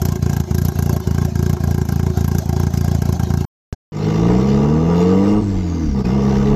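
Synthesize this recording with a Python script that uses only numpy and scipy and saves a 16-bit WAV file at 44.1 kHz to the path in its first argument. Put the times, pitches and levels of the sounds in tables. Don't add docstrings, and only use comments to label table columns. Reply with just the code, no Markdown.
import sys
import numpy as np
from scipy import signal
from scipy.fft import rfft, irfft, next_fast_len
from scipy.io import wavfile
from scipy.ndimage import uniform_filter1d, map_coordinates

SR = 44100
rng = np.random.default_rng(int(sys.argv[2]) if len(sys.argv) > 2 else 0)


def inscribe(sig):
    pcm = np.round(np.clip(np.atleast_2d(sig).T, -1, 1) * 32767)
    wavfile.write(sys.argv[1], SR, pcm.astype(np.int16))


def gain_from_db(level_db):
    decades = np.asarray(level_db, float) / 20
    return 10 ** decades


N = 288855
T = np.arange(N) / SR

# time in seconds, gain 0-1.
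IDLE_ON = [(0, 1), (3.452, 1), (3.453, 0), (3.7263, 0), (3.7265, 1), (3.748, 0)]
DRIVE_ON = [(3.92, 0), (3.9205, .16), (3.96, .45), (4.06, 1), (6.01, 1), (6.038, .15), (6.05, 1)]

# time in seconds, firings so far.
PACE = [(.0194, 0), (.2972, 8.083), (.583, 16.167), (.8652, 24.25), (1.1532, 32.333), (1.4386, 40.417),
        (1.7248, 48.5), (2.0144, 56.583), (2.302, 64.667), (2.5877, 72.75), (2.8732, 80.833),
        (3.1586, 88.917), (3.4407, 97)]
# time in seconds, loss of thump, of gas and of metal in dB.
MISFIRES = [(.158, 3.5, 3, -2.5), (.193, 6, 18, 20), (.44, 11, 9, 10.5), (.474, 15, 16.5, 16),
            (.723, 10.5, 9, 2.5), (.757, 4, 10, 6.5), (1.005, 8, 9, 3), (1.042, 25, 19.5, 22.5),
            (1.29, 7.5, 12, 14), (1.324, 6.5, 22.5, 23.5), (1.568, 9, 6, 0.5), (1.605, 3.5, 6.5, 3),
            (1.854, 6.5, 7.5, 9.5), (1.889, 2.5, -2.5, -1.5), (2.136, 10.5, 16.5, 6.5),
            (2.423, 9.5, 10.5, 5.5), (2.459, 3.5, 7, 11), (2.707, 8, 9, 12.5), (2.986, 2.5, 12, 11),
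            (3.162, 10, 14.5, 6), (3.273, 6.5, 11.5, 6), (3.447, 7.5, 14, 5)]
LATE_S, LATER_S = .0019, .0007
KEPT, SWING = .78, .25
WEAK_LATE_S, EARLY_PAIR_S = .0017, .0003
# thump, metal, spit, sizzle, in relative dB; then their scatter in dB.
FULL_DB = (-12, -31, -37, -43)
SCATTER_DB = (.6, 2.23, 1.6, 3)
SIZZLE_LOSS = 1.1
CYLINDER_DB = (-0.61, -0.47, -0.22, -0.047)
# time in seconds, change of spit and of sizzle in dB.
GAS = [(0, 3.5, 5), (.4, 0, -4), (0.601, 0, 3.5), (.9, 1.5, 6.5), (1.1, -0.5, -1.5), (1.5, 0, 0.5),
       (2.001, -2.5, -3), (2.4, 1, 1), (2.9, 0, 0), (3.4, -1.5, -2)]
# time in seconds, then thump, metal, spit, sizzle in relative dB.
FLASH = (3.7255, -18.5, -34.5, -40, -52)
# frequency in Hz, relative dB per Hz.
JET = [(1470, -1), (2500, -9), (3110, -4), (3740, -11), (4050, -2.5), (4440, -13), (4860, -0.5),
       (6350, 2.5), (7190, -1), (9000, -17.5), (11700, -46), (19800, -120)]
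SIZZLE = [(5290, -40), (9000, -24.5), (9680, -15), (12100, 0), (13400, -6.5), (14200, -9.5)]
# frequency in Hz, width in Hz, relative dB.
RINGS = [(365, 24, 2), (450, 60, -11), (680, 140, -15), (796, 45, -8), (900, 80, -15), (1069, 55, -12),
         (1329, 120, -20), (1613, 55, -13), (2128, 80, -24)]
# frequency in Hz, relative dB per Hz.
BAY = [(47, -40.5), (80, 11), (313, -6), (424, -17), (699, -3), (1150, -21.5), (1590, -25.5), (2510, -28),
       (5840, -23.5), (6370, -22), (9010, -44), (12800, -34.5), (14200, -38.5)]

# time in seconds, crankshaft speed in Hz, load heard as exhaust rasp
# in relative dB, intake hiss in relative dB.
DRIVE = [(3.93, 50.37, -34.5, -36), (4.14, 53.2, -35.5, -38.5), (4.27, 57.98, -31.5, -39),
         (4.46, 67.96, -33, -37.5), (4.6, 70, -32.5, -39.5), (4.65, 72.64, -33, -41.5),
         (4.84, 82.13, -33, -43), (5.01, 88.5, -31.5, -38), (5.21, 97.8, -33, -40),
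         (5.32, 104, -33.5, -39.5), (5.38, 105.2, -34, -45), (5.44, 101.5, -42.5, -44),
         (5.57, 93.17, -40.5, -44), (5.83, 78.47, -42.5, -45), (5.93, 66.27, -44.5, -46.5),
         (5.97, 67.64, -36, -45.5), (6.0, 65.8, -36, -42.5), (6.05, 58.75, -37, -40),
         (6.14, 68.04, -34, -42), (6.38, 67.3, -33.5, -38.5), (6.55, 71.36, -33, -40)]
# time in seconds, 1 for pushing or -1 for shut, when the pulses turn to suction.
THROTTLE = [(5.405, 1), (5.42, -1), (6.035, -1), (6.045, 1)]
# multiple of shaft speed, relative dB at full load, dB lost per dB of load lost.
ORDERS_LOW = [(1, -14.5, -.3), (2, -14, 0.92), (3, -15.5, 0.68), (4, -22.5, 0), (5, -23.5, 2.2)]
FULL_LOAD_DB = -33
# frequency in Hz, gain in dB.
BOOM = [(52, -35), (56, -9), (68, -10.5), (85, -10.5), (105, -8.5), (135, -5.5), (150, -2.5), (210, -0.5),
        (245, -5), (266, -17), (288, -4.5), (316, -2.5), (345, -20.5), (390, -27.5), (415, -7.5),
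        (440, -0.5), (477, 4), (520, -9.5)]
# multiple of shaft speed, relative dB.
ORDERS_UP = [(1.5, 6), (2.5, -4), (3.5, -3.5), (4.5, -6.5), (5.5, -11), (6, 1.5), (6.5, -9), (7, -3.5),
             (8, -4.5), (9, -6.5), (10, -5), (11, -6), (12, -9), (14, -9.5)]
# frequency in Hz, width in Hz, relative dB.
CABIN = [(196.7, 36.4, -3), (328, 18, 1), (422.6, 28.8, 2.5), (469, 45.8, -0.5), (675, 90, -9.5),
         (847, 93, -10.5), (960, 23.3, -6.5), (1162, 53, -9.5), (1281, 36, -15.5), (1440, 29, -24),
         (1870, 390, -30), (2798, 51, -24)]
# frequency in Hz, width in Hz, dB over the rasp at 79 Hz shaft, dB per Hz.
EDGE = (2802.5, 150, -20, 0.2644)
# frequency in Hz, relative dB per Hz.
INTAKE = [(880, -18.5), (1500, 3), (1620, -2), (1950, -1.5), (2870, -8), (3240, -8.5), (5810, -5.5),
          (7640, -15), (8960, -48), (11800, -23.5), (14200, -29)]
# frequency in Hz, width in Hz, relative dB.
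PANELS = [(2090, 46, 9.5), (2930, 160, 1), (3570, 33, 6), (4650, 230, -15.5), (4970, 96, -4), (5500, 61, 0)]
# time in seconds, frequency in Hz, dB over the hiss value.
TURBO = [(3.95, 5500, -18), (4.5, 5900, -14.5), (4.9, 6310, -14), (5.2, 7580, -16.5), (5.36, 8310, -16),
         (5.5, 7580, -14), (5.65, 6740, -8), (5.8, 6190, -4.5), (6.0, 5270, -5), (6.1, 5300, -9),
         (6.3, 5870, -9), (6.55, 6330, -17.5)]
# frequency in Hz, relative dB per Hz.
ROAD = [(12, -17), (25, 1), (42, 17), (60, -21), (120, -74.5)]
BODY = [(30, -31), (60, 6), (150, 3.5), (260, 1), (340, 3.5), (450, -30), (600, -51.5)]
# time in seconds, relative dB, length in seconds.
BUMPS = [(4.264, -40.5, .06), (4.6, -37.5, 0.069), (4.84, -38, .07), (5.376, -32, .08), (5.56, -28, 0.045),
         (5.91, -28, .04), (6.057, -29, 0.022), (6.38, -28, .04), (6.522, -32, .05)]
RUMBLE_DB = -44
# time in seconds, level in dB, frequency in Hz.
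ENGAGE = (6.05, -35, 2500)

TOP_HZ = 14350


def unit(x):
    return x / np.sqrt(np.mean(x ** 2) + 1e-20)


def curves(rows):
    s, *cols = np.transpose(rows)
    return [np.interp(T, s, c) for c in cols]


def gain_at(points, hz):
    f, db = np.transpose(points)
    return gain_from_db(np.interp(np.log(hz + 1), np.log(f + 1), db))


def resonances(modes, f):
    total = 0
    for k, (centre, width, db) in enumerate(modes):
        damping = 1j * f * width
        total = total + (-1) ** k * gain_from_db(db) * damping / (centre * centre - f * f + damping)
    return total


def filtered(x, response):
    m = next_fast_len(N + SR // 2)
    return irfft(rfft(x, m) * response(np.fft.rfftfreq(m, 1 / SR)), m)[:N]


def noise(points, patchy_db=0):
    z = signal.stft(rng.standard_normal(N + 512), nperseg=512)[2]
    field = uniform_filter1d(rng.standard_normal(z.shape), size=2, axis=0)
    field = uniform_filter1d(field, size=8, axis=1)
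    white = signal.istft(z * gain_from_db(patchy_db * unit(field)), nperseg=512)[1][:N]
    return unit(filtered(white, lambda hz: gain_at(points, hz)))


def ringing_noise(x, modes, power=1):
    return unit(filtered(x, lambda f: resonances(modes, f) ** power))


def wobble(rate):
    return map_coordinates(rng.standard_normal(int(N * rate / SR) + 4), [T * rate])


def train(s, db):
    at = np.clip(s * SR, 0, N - 2)
    whole, part = at.astype(int), at % 1
    return np.bincount(whole, gain_from_db(db) * (1 - part), N) + np.bincount(whole + 1, gain_from_db(db) * part, N)


def strokes(s, db, shape):
    return signal.fftconvolve(train(s, db), shape)[:N]


def firings():
    pace_s, counted = np.transpose(PACE)
    k = np.arange(round(counted[-1]) + 1)
    s = np.interp(k, counted, pace_s)
    miss_s, *lost = np.transpose(MISFIRES)
    lost_db = np.zeros((3, len(k)))
    lost_db[:, np.abs(s - miss_s[:, None]).argmin(axis=1)] = lost
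    thump, gas, metal = lost_db
    missing = 1 - gain_from_db(-thump)
    recovery = [1, -2 * KEPT * np.cos(SWING), KEPT ** 2]
    s = s + signal.lfilter([0, LATE_S, LATER_S], recovery, missing)
    s = s + WEAK_LATE_S * (missing > 0) - EARLY_PAIR_S * (k % 4 > 1)
    gas_s, *gas_db = np.transpose(GAS)
    spit, sizzle = (np.interp(s, gas_s, db) for db in gas_db)
    chance = rng.standard_normal((len(k), 4))
    chance[:, 3] = (chance[:, 2] + chance[:, 3]) / np.sqrt(2)
    thump_change = np.take(CYLINDER_DB, k % 4) - thump
    changes = np.transpose([thump_change, -metal, spit - gas, sizzle - SIZZLE_LOSS * gas])
    levels = np.array(FULL_DB) + changes + np.array(SCATTER_DB) * chance
    return np.vstack([np.c_[s, levels], FLASH]).T


def pipe(f, pulse_s, echo, trip_s, dull_hz):
    s = 1j * f
    pulse = -np.exp(-.5 * (2 * np.pi * f * pulse_s) ** 2)
    flow_change = s / 85
    microphone = f ** 2 / (f ** 2 + 40 ** 2)
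    silencer = 1 + resonances([(93, 44, 10.5)], f) + resonances([(181, 25, 1.6)], f)
    trips = 1 - echo * np.exp(-2 * np.pi * s * trip_s) / (1 + s / dull_hz)
    return pulse * flow_change * microphone * silencer / trips


def exhaust_thump(s, db):
    thump = filtered(train(s + .0012, db + 43.7),
                     lambda f: pipe(f, pulse_s=.0013, echo=.68, trip_s=.0124, dull_hz=82))
    knock = filtered(train(s - .0033, db + 19), lambda f: resonances(RINGS[:1], f) / (1 + 1j * f / 600))
    return thump + knock


def again(shape, share):
    return shape + share * np.pad(shape, (round(0.012 * SR), 0))[:len(shape)]


def burst(rise_s, fall_s):
    t = T[:SR // 8]
    swell = (t / rise_s) ** 2 * np.exp(2 - 2 * t / rise_s)
    peak = 0.92 * np.exp(-((t - rise_s) / 0.00042) ** 2)
    return swell + peak + 0.7 * np.exp(-((t - .008) / fall_s) ** 2)


def gas_jet(s, spit_db, sizzle_db):
    spit = strokes(s - .0047, spit_db + 1.0, again(burst(0.0038, 0.0042), 0.18))
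    sizzle = strokes(s - .0044, sizzle_db + 4.5, again(burst(0.0033, 0.0031), .1))
    flicker = unit(gain_from_db(3.5 * wobble(700)) * noise(SIZZLE, patchy_db=3.0))
    return spit * noise(JET, patchy_db=1.5) + sizzle * flicker


def rung_metal(s, db):
    t = T[:SR // 8]
    rap = signal.fftconvolve(train(s - .001, db + 5.5), np.exp(-t / .00008))[:N]
    shake = strokes(s - .0036, db, again(np.exp(-t / 0.0064), 0.3))
    return gain_from_db(32.5) * filtered(rap + shake * rng.standard_normal(N), lambda f: resonances(RINGS, f))


def engine_bay():
    hum = ringing_noise(rng.standard_normal(N), RINGS[:1], power=2)
    rustle = noise(BAY, patchy_db=4.5)
    return gain_from_db(-40 + 2.1 * wobble(20)) * hum + gain_from_db(-30.5 + 2.4 * wobble(30.16)) * rustle


def idle():
    s, thump_db, metal_db, spit_db, sizzle_db = firings()
    return (exhaust_thump(s, thump_db) + gas_jet(s, spit_db, sizzle_db)
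            + rung_metal(s, metal_db) + engine_bay())


def order(k, shaft_hz, drift):
    turn = 2 * np.pi * np.cumsum(shaft_hz) / SR
    cabin_phase = np.angle(resonances(CABIN, k * shaft_hz))
    return np.cos(k * turn + np.pi * (k % 2) + cabin_phase + drift * wobble(22))


def cabin_boom(shaft_hz, rasp_db, throttle, shut):
    boom = 0
    for k, db, follows in ORDERS_LOW:
        level = np.sqrt(2) * gain_from_db(db + follows * (rasp_db - FULL_LOAD_DB) + .6 * wobble(25))
        boom = boom + level * gain_at(BOOM, k * shaft_hz) * order(k, shaft_hz, drift=.1)
    overrun = gain_from_db(-31 + 3 * wobble(12)) * order(3.5, shaft_hz, drift=.8)
    return throttle * boom + shut * overrun


def exhaust_rasp(shaft_hz, rasp_db, shut, beat):
    upper = 0
    for k, db in ORDERS_UP:
        picked = np.abs(resonances(CABIN, k * shaft_hz))
        upper = upper + gain_from_db(db + 2 * wobble(15)) * picked * order(k, shaft_hz, drift=.3)
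    rasp = ringing_noise(beat * rng.standard_normal(N), CABIN)
    rasp = gain_from_db(9.5 - 2 * shut + 0.82 * wobble(30)) * rasp
    edge_hz, width_hz, edge_db, per_hz = EDGE
    edge = ringing_noise(beat * rng.standard_normal(N), [(edge_hz, width_hz, 0)], power=2)
    edge = gain_from_db(edge_db + per_hz * (shaft_hz - 79)) * (1 - shut) * edge
    return gain_from_db(rasp_db) * (gain_from_db(10.0 - 4.6 * shut) * upper + rasp + edge)


def turbo_whistle():
    turbo_hz, turbo_db = curves(TURBO)
    blur = uniform_filter1d(rng.standard_normal(N), size=64)
    blur = unit(uniform_filter1d(blur, size=64))
    return gain_from_db(turbo_db) * np.sqrt(2) * blur * np.cos(2 * np.pi * np.cumsum(turbo_hz) / SR)


def intake_air(hiss_db, shut, beat):
    hiss = gain_from_db(-0.5) * noise(INTAKE, patchy_db=3.5) * beat ** 0.5
    buzz = unit(filtered(rng.standard_normal(N), lambda f: resonances(PANELS, f) * (f < 7500)))
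    buzz = gain_from_db(-6.5 - 3.3 * shut) * buzz
    coasting = shut * np.clip((T - 5.45) / .25, 0, 1)
    whine = coasting * gain_from_db(-8) * noise([(4500, -40), (4660, 0), (4780, 0), (4900, -40)])
    return gain_from_db(hiss_db + 0.89 * wobble(40)) * (hiss + buzz + turbo_whistle() + whine)


def road_and_body(hiss_db):
    jolts = gain_from_db(RUMBLE_DB)
    for s, db, length_s in BUMPS:
        jolts = jolts + gain_from_db(db) * np.exp(-((T - s) / length_s) ** 2)
    road = jolts * gain_from_db(3.0 + 2.3 * wobble(8.8)) * noise(ROAD)
    return road + gain_from_db(.5 * hiss_db - 9.5) * noise(BODY)


def gear_knock():
    s, db, hz = ENGAGE
    after = np.clip(T - s, 0, None)
    grit = 0.17 * (T > s) * rng.standard_normal(N)
    return gain_from_db(db - 60 * after / 0.12) * (np.sin(2 * np.pi * hz * after) + grit)


def drive():
    shaft_hz, rasp_db, hiss_db = curves(DRIVE)
    throttle, = curves(THROTTLE)
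    shut = (1 - throttle) / 2
    beat = 1 + .7 * np.cos(2 * np.pi * np.cumsum(shaft_hz) / SR)
    return (cabin_boom(shaft_hz, rasp_db, throttle, shut) + exhaust_rasp(shaft_hz, rasp_db, shut, beat)
            + intake_air(hiss_db, shut, beat) + road_and_body(hiss_db) + gear_knock())


def scene():
    idle_gain, = curves(IDLE_ON)
    drive_gain, = curves(DRIVE_ON)
    return (idle_gain * idle() + drive_gain * drive())[None]


def band_limit(x):
    return signal.sosfilt(signal.butter(12, 14360, fs=SR, output="sos"), x)


def record(dry):
    soft = dry[0] / (1 + np.abs(dry[0] / .72) ** 5) ** (1 / 5)
    mix = filtered(soft, lambda hz: hz < TOP_HZ)[None]
    return band_limit(mix)


dry = scene()
out = record(dry)
inscribe(out)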